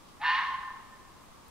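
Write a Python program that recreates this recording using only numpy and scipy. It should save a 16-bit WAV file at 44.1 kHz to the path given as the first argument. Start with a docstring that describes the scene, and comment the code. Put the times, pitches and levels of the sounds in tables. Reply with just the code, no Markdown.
"""A fox barks at night

One harsh bark in the open, a little to the right. The voice scoops up to about 1 kHz, a second,
higher vibration in the throat mixes with it over a rasp, and it ends in a softer whine.
Distant slopes throw the cry back and trees scatter it into a long tail.
Beneath it lie a quiet night hiss, two faint rustles and a tick."""
import sys
import numpy as np
from scipy import signal
from scipy.fft import rfft, irfft, next_fast_len
from scipy.io import wavfile
from scipy.ndimage import map_coordinates

SR = 44100
rng = np.random.default_rng(int(sys.argv[2]) if len(sys.argv) > 2 else 0)


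def materialize(psi):
    """Save the field psi as 16-bit PCM at rate SR to the path in sys.argv[1].

    A 1-D psi becomes a single channel; in a 2-D psi each row is a channel.
    """
    bounded = np.clip(np.atleast_2d(psi).T, -1, 1)
    quanta = np.round(bounded * 32767).astype(np.int16)
    wavfile.write(sys.argv[1], SR, quanta)


N = 66150  # 1.5 seconds

# Tone of the night hiss. Each row: frequency in Hz, relative level in dB.
NIGHT_COLOUR = [(20, -1.5), (45, -5), (80, -1.5), (120, -8), (240, -6), (470, -12.5), (750, -11.5),
                (1120, -6.5), (1450, -16.5), (2400, -20), (5000, -23), (9500, -27), (15500, -35.5)]
# How alike the hiss is in both ears. Each row: frequency in Hz, likeness from 0 to 1.
NIGHT_LIKENESS = [(60, .05), (200, 0.37), (500, 0.25), (1050, 0.15), (2000, 0.28), (4000, 0.027),
                  (12000, 0)]
# Where the hiss leans. Each row: frequency in Hz, left minus right in dB.
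NIGHT_BALANCE = [(60, 2.5), (300, 1.5), (1000, -1), (4000, 0.6), (12000, .5)]
# Small noises. Each row: peak time and fade time in seconds, pitch in Hz, width in octaves, level in dB.
RUSTLE_BURSTS = [(0.09, 0.038, 3720, 0.7, -64.5), (1.24, 0.039, 11000, .6, -71),
                 (1.484, 0.0015, 11500, .17, -55.5)]
# How long the trees ring. Each row: frequency in Hz, seconds to fade by 60 dB.
TREES_FADE = [(700, 1.45), (1050, 1.23), (1800, 1.14), (2800, 0.99), (4500, 1.19), (9000, 0.77)]
# Tone of that tail. Each row: frequency in Hz, gain in dB.
TREES_TONE = [(700, -2), (1050, 0.024), (1800, 0), (3300, 0), (4500, -3.5), (6300, 9.5), (9000, 3.5)]
# How alike the tail is in both ears. Each row: frequency in Hz, likeness from 0 to 1.
TREES_LIKENESS = [(700, 1), (1100, .88), (1800, 0.75), (2600, 0.025), (4400, 0.091), (9000, 0.22)]
# Far echoes. Each row: delay in seconds, gain in dB, smear in seconds, treble cutoff in Hz.
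SLOPE_ECHOES = [(.15, -18, .04, 6000), (.2, -15, .05, 1500), (.385, -19.5, .04, 1510), (.66, -31, .1, 1600),
                (.86, -39.5, .05, 2200)]
# The main voice. Each row: time in seconds, pitch in Hz, level in dB.
VOICE_PATH = [(.2, 804.6, -60), (.218, 849, -34.5), (.234, 923.7, -39.5), (.25, 1002, -30), (.27, 996, -32),
              (.292, 1012, -26), (.345, 1047, -30), (.385, 1083, -39.5), (.41, 1094, -44.5),
              (.455, 1101, -42.5), (.492, 1071, -38), (.545, 1047, -34), (.585, 1035, -55)]
# The higher vibration. Each row: time in seconds, pitch in Hz, level in dB.
WHISTLE_PATH = [(.222, 1735, -48), (.24, 1771, -41), (.253, 1769, -29.5), (.29, 1794, -30.5),
                (.318, 1790, -28.5), (.345, 1799, -45.5), (.36, 1809, -34), (.402, 1797, -37),
                (.425, 1760, -45)]
# Overtones and mixing tones. Each row: the multiples of voice, whistle and growl pitch to add up.
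MIX_RECIPES = [(2, 0, 0), (1, 1, 0), (3, 0, 0), (1, 0, -1), (0, 1, -1), (0, 1, -2), (1, 1, -2), (0, 2, -1),
               (1, 2, -2), (1, 2, -1)]
# The gain in dB of each of those tones.
MIX_GAINS = [-18.5, -11.5, -19.5, -18, -13, -13, -17, -27, -20.5, -22]
# The throat's rasp. Each row: time in seconds, level in dB, extra treble in dB.
RASP_PATH = [(.2, -61, -18), (.216, -44.5, 0), (.235, -34, -6), (.265, -33.5, 3), (.31, -34, 1.5),
             (.36, -33, 1.5), (.4, -30, -7), (.44, -38, -2), (.47, -42.5, 1)]
# Tone of the rasp. Each row: frequency in Hz, relative level in dB.
THROAT_COLOUR = [(300, -67), (620, -32.5), (730, -13.5), (850, 0.5), (960, 0.5), (1120, 2), (1270, -1),
                 (1460, -7.5), (1680, 1), (1900, 2), (2150, -2), (2400, -7), (2900, -6), (3200, -9),
                 (3800, -8), (4450, -16.5), (4850, -21), (5800, -30.5), (7500, -51.5), (14000, -69)]
# Where the cry leans. 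Each row: frequency in Hz, left minus right in dB.
CRY_BALANCE = [(800, 1), (1100, 0.6), (1800, -2), (2800, -2), (4400, 0.5)]
# How far the right ear is ahead. Each row: frequency in Hz, lead in radians.
RIGHT_LEAD = [(700, .22), (1050, 0.37), (1800, 0.41), (4400, 0.81)]


def amp(db):
    """Turn decibels into a gain."""
    return 10 ** (np.asarray(db) / 20)


def unit(x):
    """Scale a sound to an average power of 1."""
    return x / np.sqrt(np.mean(x ** 2) + 1e-20)


def along(points, hz):
    """Read between a table's rows on a log frequency scale."""
    freqs, values = np.transpose(points)
    return np.interp(np.log(hz + 1), np.log(freqs + 1), values)


def curves(rows):
    """One value per sample for each column after the time."""
    times, *columns = np.transpose(rows)
    return [np.interp(np.arange(N) / SR, times, column) for column in columns]


def gate(rows, attack_s=0.0098, release_s=0.03):
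    """Fade in before the first row's time and out after the last."""
    t = np.arange(N) / SR
    return np.exp(np.minimum(t - rows[0][0], 0) / attack_s - np.maximum(t - rows[-1][0], 0) / release_s)


def wobble(per_second=240):
    """A smooth, quickly changing random curve."""
    return map_coordinates(rng.standard_normal(N // 8), [np.arange(N) * per_second / SR], mode="wrap")


def filtered(x, response):
    """Give each frequency the gain that response returns for it."""
    size = next_fast_len(N + SR // 2)
    return irfft(rfft(x, size) * response(np.fft.rfftfreq(size, 1 / SR)), size)[..., :N]


def panned(points, hz):
    """Left and right gains for a level difference."""
    return amp(np.outer([.5, -.5], along(points, hz)))


def noise_pair(likeness):
    """White stereo noise with a given likeness of left and right."""
    def shares(hz):
        angle = np.arccos(np.clip(along(likeness, hz), -1, 1)) / 2
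        return np.array([np.cos(angle), np.sin(angle)])
    mid, side = filtered(rng.standard_normal((2, N)), shares)
    return np.array([mid + side, mid - side])


def night(level_db=-54):
    """The steady hiss and low murmur of the countryside."""
    colour = lambda hz: amp(along(NIGHT_COLOUR, hz)) * panned(NIGHT_BALANCE, hz)
    return unit(filtered(noise_pair(NIGHT_LIKENESS), colour)) * amp(level_db)


def rustles():
    """Soft bursts of noise close by; the shortest is a tick."""
    t, out = np.arange(N) / SR, np.zeros((2, N))
    for peak_s, fade_s, centre_hz, octaves, db in RUSTLE_BURSTS:
        band = lambda hz: np.exp(-(np.log2((hz + 1) / centre_hz) / octaves) ** 2)
        hiss = unit(filtered(rng.standard_normal((2, N)), band))
        out += hiss * amp(db) * np.exp(-((t - peak_s) / fade_s) ** 2)
    return out


def slopes(cry, copies=5):
    """Each far slope returns a dull cluster of copies of the cry."""
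    out = np.zeros(N)
    sizes = np.exp(-np.arange(copies) / 2)
    for delay, db, smear, dull_hz in SLOPE_ECHOES:
        lags = delay + smear * (np.arange(copies) + rng.random(copies)) / copies
        cluster = lambda hz: sizes @ np.exp(-2j * np.pi * np.outer(lags, hz)) / np.linalg.norm(sizes)
        out += amp(db) * filtered(cry, lambda hz: cluster(hz) / np.sqrt(1 + (hz / dull_hz) ** 6))
    return out


def trees(cry, gain_db=-6.5, build_s=0.012):
    """Trees scatter the cry into a smooth tail whose treble dies first."""
    hz, t, bands = signal.stft(noise_pair(TREES_LIKENESS), SR, nperseg=256)
    fade = amp(-60 * t / along(TREES_FADE, hz)[:, None])
    build = 1 - np.exp(-t / build_s)
    tail = signal.istft(bands * fade * build, SR, nperseg=256)[1][:, :N]
    tail = filtered(tail / np.linalg.norm(tail[0]), lambda hz: amp(along(TREES_TONE, hz)))
    return amp(gain_db) * signal.fftconvolve(cry[None], tail, axes=1)[:, :N]


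def unsteady_phase(hz, jitter):
    """The running angle of a vibration whose pitch wavers by the share jitter."""
    return 2 * np.pi * np.cumsum(hz * (1 + jitter * wobble())) / SR


def vibration(rows, shimmer_db=1.55):
    """Phase and size of one unsteady vibration in the throat."""
    hz, db = curves(rows)
    phase = unsteady_phase(hz, jitter=0.0091)
    return phase, np.sqrt(2) * amp(db + shimmer_db * wobble()) * gate(rows)


def rasp(voice_phase, pulsing=0.79, flutter_db=0.5, treble_hz=2600):
    """Noise in the throat that puffs once per cycle of the voice."""
    puffs = rng.standard_normal(N) * (1 + pulsing * np.cos(voice_phase)) * amp(flutter_db * wobble())
    breath = unit(filtered(puffs, lambda hz: amp(along(THROAT_COLOUR, hz))))
    body = filtered(breath, lambda hz: 1 / (1 + (hz / treble_hz) ** 6))
    level_db, treble_db = curves(RASP_PATH)
    return (body + amp(treble_db) * (breath - body)) * amp(level_db) * gate(RASP_PATH)


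def fox():
    """Two vibrations and a slow growl mix into a cluster of tones over the rasp."""
    voice, voice_size = vibration(VOICE_PATH)
    whistle, whistle_size = vibration(WHISTLE_PATH)
    growl = unsteady_phase(hz=168, jitter=.08)  # slow flapping of the throat
    tones = voice_size * np.sin(voice) + whistle_size * np.sin(whistle)
    for (n_voice, n_whistle, n_growl), db in zip(MIX_RECIPES, MIX_GAINS):
        size = (voice_size ** n_voice * whistle_size ** n_whistle) ** (1 / (n_voice + n_whistle))
        tones += amp(db) * size * np.sin(n_voice * voice + n_whistle * whistle + n_growl * growl)
    return tones + rasp(voice)


def scene():
    """The cry and its echoes reach the right ear first, over the quiet night."""
    cry = fox()
    outdoors = cry + slopes(cry) + trees(cry)
    lead = lambda hz: np.exp(1j * np.outer([-.5, .5], along(RIGHT_LEAD, hz)))
    placed = filtered(outdoors, lambda hz: panned(CRY_BALANCE, hz) * lead(hz))
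    return placed + night() + rustles()


def record(dry, top_hz=15720):
    """Cut away the very highest treble."""
    return filtered(dry, lambda hz: hz < top_hz)


dry = scene()
out = record(dry)
materialize(out)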